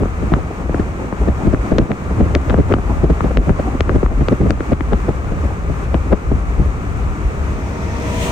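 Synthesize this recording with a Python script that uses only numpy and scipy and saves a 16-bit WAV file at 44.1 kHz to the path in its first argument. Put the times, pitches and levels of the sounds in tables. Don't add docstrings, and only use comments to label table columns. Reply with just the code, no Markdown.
import sys
import numpy as np
from scipy import signal
from scipy.fft import rfft, irfft, next_fast_len
from scipy.io import wavfile
from scipy.ndimage import uniform_filter1d, minimum_filter1d

SR = 44100
rng = np.random.default_rng(int(sys.argv[2]) if len(sys.argv) > 2 else 0)


def pcm_store(signal):
    levels = np.round(np.clip(np.atleast_2d(signal), -1, 1) * 32767)
    wavfile.write(sys.argv[1], SR, levels.astype(np.int16).T)


N = 366471
TIME = np.arange(N) / SR
EDDIES_END_S = 6.7

# time in seconds, level in dB.
FLUTTER_LEVEL = [(0, -38), (.4, -32), (.55, -33), (.8, -28.5), (1.5, -28.5), (2.0, -26.5), (2.6, -25.5),
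                 (3.3, -27), (4.3, -29.5), (5.0, -37), (5.6, -33.5), (6.8, -34), (8.31, -33)]
# frequency in Hz, how alike they sound (1 is the same), left minus right in dB.
MIC_PORTS = [(60, .87, 2.2), (200, .84, 0), (350, .82, .3), (520, .7, 4), (770, .62, 4), (1170, .65, 2.5),
             (1790, .5, 1), (2740, .1, -.8), (4200, .1, 1), (6400, .07, 6), (9800, .35, -1),
             (13000, .65, 0)]


def from_db(db):
    return np.exp(np.asarray(db) * (np.log(10) / 20))


def rms_one(x):
    return x / np.sqrt(np.mean(x ** 2) + 1e-20)


def gain_curve(rows):
    return from_db(np.interp(TIME, *np.transpose(rows)))


def at_hz(points, hz, column=1):
    table = np.array(points)
    return np.interp(np.log(hz + 1e-9), np.log(table[:, 0]), table[:, column])


def drift(rate):
    targets = rng.standard_normal(4096)
    return np.interp(TIME * rate, np.arange(len(targets)), targets)


def held(db, fall_db_per_s):
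    return np.maximum.accumulate(db + fall_db_per_s * TIME) - fall_db_per_s * TIME


def bump(s, width_s):
    out = np.zeros(N)
    near = slice(*np.searchsorted(TIME, [s - 4 * width_s, s + 4 * width_s]))
    out[near] = np.exp(-((TIME[near] - s) / width_s) ** 2)
    return out


def tone(hz, waver, rate):
    wandering_hz = hz * (1 + waver * drift(rate))
    return np.sqrt(2) * np.sin(2 * np.pi * np.cumsum(wandering_hz) / SR)


def stereo(mid, side, alike, pan_db):
    alike = np.clip(alike, -1, 1)
    mid, side = np.sqrt((1 + alike) / 2) * mid, np.sqrt((1 - alike) / 2) * side
    return np.array([(mid + side) * from_db(pan_db / 2), (mid - side) * from_db(-pan_db / 2)])


def air_noise(spectrum, left_lag_s=0):
    size = next_fast_len(N)
    hz = np.arange(size // 2 + 1) * SR / size
    mid, side = rfft(rng.standard_normal((2, size))) * from_db(at_hz(spectrum, hz)) * (hz > 12)
    ports = stereo(mid, side, alike=at_hz(MIC_PORTS, hz), pan_db=at_hz(MIC_PORTS, hz, column=2))
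    ports[0] *= np.exp(-2j * np.pi * np.minimum(hz * left_lag_s, 1))
    return rms_one(irfft(ports, size)[:, :N])


def outside_noise(spectrum):
    return air_noise(spectrum, left_lag_s=.00023)


def evened(x, span_s):
    size = max(int(span_s * SR), 2)
    power = uniform_filter1d(uniform_filter1d(np.mean(x ** 2, axis=0), size), size)
    return x / np.sqrt(np.abs(power) + 1e-12)


def tyre_roar(uneven_db):
    # time in seconds, level in dB.
    roar_level = [(0, -26), (1.0, -25), (1.7, -22.5), (1.9, -27.5), (2.2, -23), (3.5, -24.5), (7.2, -25),
                  (7.7, -24.5), (8.31, -23)]
    # frequency in Hz, relative level in dB.
    roar_spectrum = [(25, -4), (80, 2), (160, 1), (250, -6), (400, -5.5), (630, -12), (900, -13),
                     (1220, -9.5), (1600, -17), (2400, -20.5), (3200, -32), (5000, -38.5), (6500, -34),
                     (9300, -40), (11200, -69), (13500, -47), (16000, -54)]
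    return gain_curve(roar_level) * outside_noise(roar_spectrum) * from_db(uneven_db * drift(18))


def engine_hum(firing_hz, waver, rough_db, boom_db):
    # time in seconds, level in dB.
    engine_level = [(0, -32), (2, -35), (6.5, -34), (7.3, -29), (7.8, -24), (8.31, -21)]
    # multiple of the firing rate, relative level in dB.
    hum_tones = [(.715, -4.5), (1, -3), (2, -12), (3, -18), (4, -20)]
    # frequency in Hz, relative level in dB.
    boom_spectrum = [(40, -27), (100, 14.5), (250, 10), (450, -7), (800, -1.5), (2000, -75.5)]
    hum = sum(from_db(db + rough_db * drift(14)) * tone(firing_hz * multiple, waver, rate=8)
              for multiple, db in hum_tones)
    return gain_curve(engine_level) * (hum + from_db(boom_db) * air_noise(boom_spectrum))


def window_throb(level_db, steady_s, throb_db, rate):
    # time in seconds, relative level in dB.
    airflow_level = [(0, -23), (.36, -22), (.56, -29), (.68, -16.5), (.95, -23), (1.03, -31), (1.16, -31),
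                     (1.27, -14), (1.42, -27), (1.8, -23), (1.98, -25), (2.22, -16), (3.5, -19),
                     (4.15, -17.5), (5.55, -20), (6.3, -16), (7.25, -18.5), (7.7, -25)]
    # frequency in Hz, relative level in dB.
    rumble_spectrum = [(15, -32), (25, -16), (40, -1), (60, 6), (75, -0.5), (110, -13), (200, -27),
                       (600, -101)]
    throb = rms_one(from_db(throb_db * drift(rate)))
    rumble = evened(air_noise(rumble_spectrum), steady_s)
    return from_db(level_db) * gain_curve(airflow_level) * throb * rumble


def flutter(lumpy_db, rate):
    # frequency in Hz, relative level in dB.
    churn_spectrum = [(40, -44.5), (100, -5), (250, 5.5), (450, -5), (800, -5), (1500, -28.5),
                      (4000, -94.5)]
    churn = air_noise(churn_spectrum)
    exposed = np.clip(1 + EDDIES_END_S - TIME, 0, 1)
    lumps = from_db(lumpy_db * exposed * drift(rate))
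    return gain_curve(FLUTTER_LEVEL) * rms_one(churn * lumps)


def small_eddies(count, length_s, range_db, bright_range_db):
    when, size, speed = rng.random((count, 3)).T
    times = (np.arange(count) + when) / count * EDDIES_END_S
    levels_db = np.interp(times, *np.transpose(FLUTTER_LEVEL)) + range_db * size
    brights_db = bright_range_db * (2 * speed - 1)
    return [(*eddy, length_s) for eddy in zip(times, levels_db, brights_db)]


def gusts(level_db, length_s, width_scale, lag_cycles, pivot_hz, alike, pan_db):
    # time in seconds, relative level in dB, brightness in dB per octave.
    strong_eddies = [(0.014, -18.5, -0.5), (0.229, -20, -0.5), (0.276, -28.5, -4), (0.331, -11.5, 2),
                     (0.802, -20, 0.5), (1.287, -13.5, 0.5), (1.467, -12.5, -7.5), (1.54, -13.5, -0.5),
                     (1.726, -7, 2.5), (1.795, -18.5, 1), (1.819, -15, -7), (1.91, -17, 2), (2.207, -9, -5),
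                     (2.256, -14, 1), (2.302, -19.5, 4), (2.362, -11, 6), (2.501, -14.5, 4.5),
                     (2.536, -17, 7), (2.594, -10, -4.5), (2.713, -14, 6.5), (3.049, -10.5, 2),
                     (3.104, -14, -3), (3.248, -20, -0.5), (3.314, -23.5, 10), (3.385, -16.5, -10),
                     (3.497, -10, -3.5), (3.597, -23.5, 9.5), (3.907, -20.5, 6.5), (3.959, -10.5, -4.5),
                     (4.216, -13.5, -1), (4.328, -13, -1), (4.42, -8.5, -5), (4.467, -16.5, 1),
                     (4.515, -13, -0.5), (4.697, -22.5, -1), (4.733, -15.5, 1), (4.933, -12.5, 3),
                     (5.09, -14, 4.5), (5.325, -16, 3.5), (5.457, -22, 4.5), (5.7, -22.5, -1),
                     (5.946, -15.5, 1.5), (6.13, -10.5, 6.5), (6.324, -12.5, -9), (6.604, -19, -19.5)]
    # middle of a half-octave band in Hz, relative level in dB.
    gust_bands = [(63, -2), (90, -9.5), (130, -5.5), (180, -3.5), (260, -3), (360, -4.5), (520, -7.5),
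                  (730, -26), (1000, -24), (1450, -25), (2000, -54.5)]
    out, white = np.zeros((2, N)), rng.standard_normal((2, 2, N))
    eddies = [(*eddy, length_s) for eddy in strong_eddies]
    eddies += small_eddies(count=40, length_s=0.0048, range_db=13, bright_range_db=2)
    knots = rms_one(from_db(held(6 * drift(180), fall_db_per_s=1300)))
    for k, (hz, band_db) in enumerate(gust_bands):
        edges_hz = hz * 2 ** (np.array([-1, 1]) / 4)
        mid, side = signal.sosfilt(signal.butter(2, edges_hz, "band", fs=SR, output="sos"), white[k % 2])
        band_noise = stereo(mid, side, alike, pan_db + at_hz(MIC_PORTS, hz, column=2))
        lag_s = lag_cycles * (1 / hz - 1 / pivot_hz)
        swell = np.zeros(N)
        for s, db, bright_db, eddy_s in eddies:
            near = slice(max(int((s - .1) * SR), 0), int((s + .1) * SR))
            since_peak = TIME[near] - s - lag_s
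            tilt_db = bright_db * np.clip(np.log2(hz / pivot_hz), -.2, 1)
            width = eddy_s * width_scale * 2 ** (-bright_db / 26.5) * (pivot_hz / hz) ** .25
            width = width * np.where(since_peak < 0, 0.87, 1)
            swell[near] += from_db(db + band_db + tilt_db) / (1 + (since_peak / width) ** 2 / 2) ** 2
        swell *= np.interp(TIME - lag_s, TIME, knots)
        out += swell * evened(band_noise, span_s=3 / hz)
    return from_db(level_db) * out


def cracks(crack_s, pan_db, alike, thump_hz, glide_s, rise_s, fall_s, thump_pan_db):
    # time in seconds, relative crack level in dB,
    # frequency in Hz above which the crack is dulled, relative thump level in dB.
    slaps = [(0.034, -22, 1100, -9), (.057, -24, 1100, -12), (0.3376, -7, 1890, -9),
             (.695, -24, 1200, -10.5), (.745, -18, 1300, -6.5), (1.126, -19.5, 1100, -10.5),
             (1.287, -22, 1500, -22), (1.546, -13, 1500, -14), (1.784, -10.5, 5460, -1),
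             (1.788, -15.5, 3800, -8), (1.917, -17.5, 2900, -17), (2.351, -6.5, 5000, -4.5),
             (2.498, -19, 3800, -11), (2.506, -15.5, 2400, -13), (2.543, -17.5, 1500, -6),
             (2.578, -20, 1000, -12), (2.724, -13.5, 2500, -9), (2.739, -4, 2500, 1),
             (2.785, -20, 1400, -9), (3.207, -10, 1500, -11), (3.372, -8.5, 4260, -3.5),
             (3.494, -17, 1810, -10), (3.807, -8, 5370, -3.5), (3.894, -9.5, 1590, -6),
             (4.031, -19, 1100, -3.5), (4.062, -10, 1800, -11), (4.285, -12, 4330, -5.5),
             (4.33, -21, 1600, -9), (4.5065, -9, 6500, -8.5), (4.606, -13, 1800, -5.5),
             (4.733, -12.5, 2620, -14), (4.808, -13, 1830, -9), (4.933, -17, 2900, -12),
             (5.9438, -16, 2400, -9), (6.125, -16, 1400, -6), (6.317, -29, 900, -9)]
    lead = SR // 40
    out, t = np.zeros((2, N)), np.arange(-lead, 2 * lead) / SR
    cycles = np.sign(t) * thump_hz * glide_s * np.log1p(np.abs(t) / glide_s)
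    passing = np.exp(-np.abs(t) / np.where(t < 0, rise_s, fall_s))
    passing = passing * from_db(thump_pan_db * np.array([[.5], [-.5]]))
    stumble = .13 * stereo(drift(400), drift(400), alike=.6, pan_db=0)
    port_ring = signal.butter(1, (900, 1750), "band", fs=SR, output="sos")
    port_top = signal.butter(8, 9000, fs=SR, output="sos")
    tear = np.exp(-np.abs(t) / crack_s / np.where(t < 0, .5, 1))
    for s, crack_db, top_hz, thump_db in slaps:
        near = slice(int(s * SR) - lead, int(s * SR) + 2 * lead)
        phases = np.angle(rfft(tear * rng.standard_normal((2, len(t)))))
        burst = tear * irfft(np.exp(1j * phases), len(t))
        dulling = signal.butter(3, top_hz, fs=SR, output="sos")
        crack = signal.sosfilt(np.vstack([port_ring, dulling, port_top]), burst)
        energy = np.sum(crack ** 2, axis=1, keepdims=True)
        crack *= from_db(crack_db) * np.sqrt(crack_s * SR / energy)
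        swing = np.sin(2 * np.pi * (cycles + stumble[:, near] + rng.random()))
        thump = from_db(thump_db) * passing * swing
        out[:, near] += stereo(*crack, alike, pan_db) + thump
    return out


def lulls(depth_db, width_s):
    lull_times = [.55, 1.98, 2.45, 4.375, 4.64, 5.57, 6.22, 6.84, 7.17, 7.33]
    return from_db(depth_db * sum(bump(s, width_s) for s in lull_times))


def window_thumps(level_db, hz, spread_octaves, width_s):
    # time in seconds, relative level in dB.
    thumps = [(1.218, -8.5), (1.549, -25), (1.604, -9.5), (2.68, -17), (3.124, -9), (3.389, -1),
              (3.815, -6.5), (4.067, -5.5), (4.178, -8.5), (4.446, -16), (5.078, -12), (5.328, -8.5),
              (5.463, -6.5), (5.719, -15), (6.131, -4), (6.598, -5), (6.667, -4), (6.929, -16),
              (7.072, -11), (7.27, -13.5)]
    out = np.zeros(N)
    for (s, db), (pitch, phase) in zip(thumps, rng.random((len(thumps), 2))):
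        swell = bump(s, width_s)
        near = swell > 0
        thump_hz = hz * 2 ** (spread_octaves * (pitch - .5))
        cycles = thump_hz * (TIME[near] - s) + phase
        out[near] += from_db(db) * swell[near] * np.sin(2 * np.pi * cycles)
    return from_db(level_db) * stereo(out, 0, alike=0.73, pan_db=at_hz(MIC_PORTS, hz, column=2))


def wind_lean():
    # time in seconds, left minus right in dB.
    balance = [(0, -.7), (4.6, -.4), (5.7, 1.3), (7.1, 1.4), (7.7, .4)]
    return gain_curve(balance) ** np.array([[.5], [-.5]])


def rough_chord(tones, pitch, waver, pan_db):
    chord = sum(from_db(db + 2.5 * drift(25)) * tone(hz * pitch, waver, rate=70) for hz, db in tones)
    return stereo(chord, 0, alike=1, pan_db=pan_db)


def lorry_whine(rush_db, pan_db):
    # time in seconds, level in dB.
    whine_level = [(7.1, -60), (7.55, -43), (7.85, -36), (8.31, -30)]
    # final pitch in Hz, relative level in dB.
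    whine_tones = [(945, -7.5), (985, -10)]
    # time in seconds, share of the final pitch.
    whine_rise = [(7.7, .965), (8.2, 1)]
    # frequency in Hz, relative level in dB.
    rush_spectrum = [(1500, -25.5), (1800, 8), (2200, 1), (2600, 0.5), (2900, -27.5), (3400, -10),
                     (5000, -10.5), (6100, -5.5), (7100, -21.5), (11000, -54)]
    pitch = np.interp(TIME, *np.transpose(whine_rise))
    whine = rough_chord(whine_tones, pitch, waver=.017, pan_db=pan_db)
    return gain_curve(whine_level) * (whine + from_db(rush_db) * outside_noise(rush_spectrum))


def lorry_drone_and_hiss(pan_db):
    # time in seconds, level in dB.
    drone_level = [(7.3, -60), (7.65, -42), (7.95, -41), (8.1, -33), (8.31, -30)]
    tyre_level = [(6.8, -75), (7.5, -47), (7.9, -42), (8.19, -27.5), (8.23, -22), (8.31, -26.5)]
    # frequency in Hz, relative level in dB.
    drone_tones = [(474, 0), (610, -4), (646, -3)]
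    tyre_spectrum = [(40, -17), (120, 1), (250, 0.5), (400, -23), (650, -3.5), (800, -18.5), (1200, -37),
                     (1600, -18.5), (2300, -11.5), (3400, -14), (5000, -28.5), (6700, -18.5), (9800, -25),
                     (11200, -75.5), (13000, -28.5), (16000, -39.5)]
    drone = gain_curve(drone_level) * rough_chord(drone_tones, pitch=1, waver=.024, pan_db=pan_db)
    return drone + gain_curve(tyre_level) * outside_noise(tyre_spectrum)


def scene():
    wind = window_throb(level_db=0.5, steady_s=0.042, throb_db=2.0, rate=16)
    wind += flutter(lumpy_db=6.5, rate=41)
    wind += gusts(level_db=3.5, length_s=0.018, width_scale=0.74, lag_cycles=0.93, pivot_hz=269,
                  alike=0.76, pan_db=1.0)
    wind += window_thumps(level_db=0.5, hz=54.8, spread_octaves=0.8, width_s=0.021)
    wind += cracks(crack_s=.0014, pan_db=8.5, alike=0.41,
                   thump_hz=649, glide_s=0.00275, rise_s=0.00085, fall_s=0.016, thump_pan_db=2.5)
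    wind *= lulls(depth_db=-14, width_s=0.028) * wind_lean()
    car = tyre_roar(uneven_db=0.92) + engine_hum(firing_hz=98, waver=0.0126, rough_db=4.0, boom_db=-4.5)
    lorry = lorry_whine(rush_db=-2.5, pan_db=8) + lorry_drone_and_hiss(pan_db=8)
    return wind + car + lorry


def limiter(x, ceiling, release_db_per_s):
    over_db = 20 * np.log10(np.maximum(np.abs(x).max(axis=0) / ceiling, 1))
    gain = from_db(-held(over_db, release_db_per_s))
    return x * uniform_filter1d(minimum_filter1d(gain, size=65), size=65)


def record(dry):
    overloaded = 1.497 * np.tanh(dry / 1.636)
    limited = limiter(overloaded, ceiling=0.84, release_db_per_s=26.5)
    treble_cut = signal.ellip(10, .1, 80, 15900, fs=SR, output="sos")
    return signal.sosfilt(treble_cut, limited)


dry = scene()
out = record(dry)
pcm_store(out)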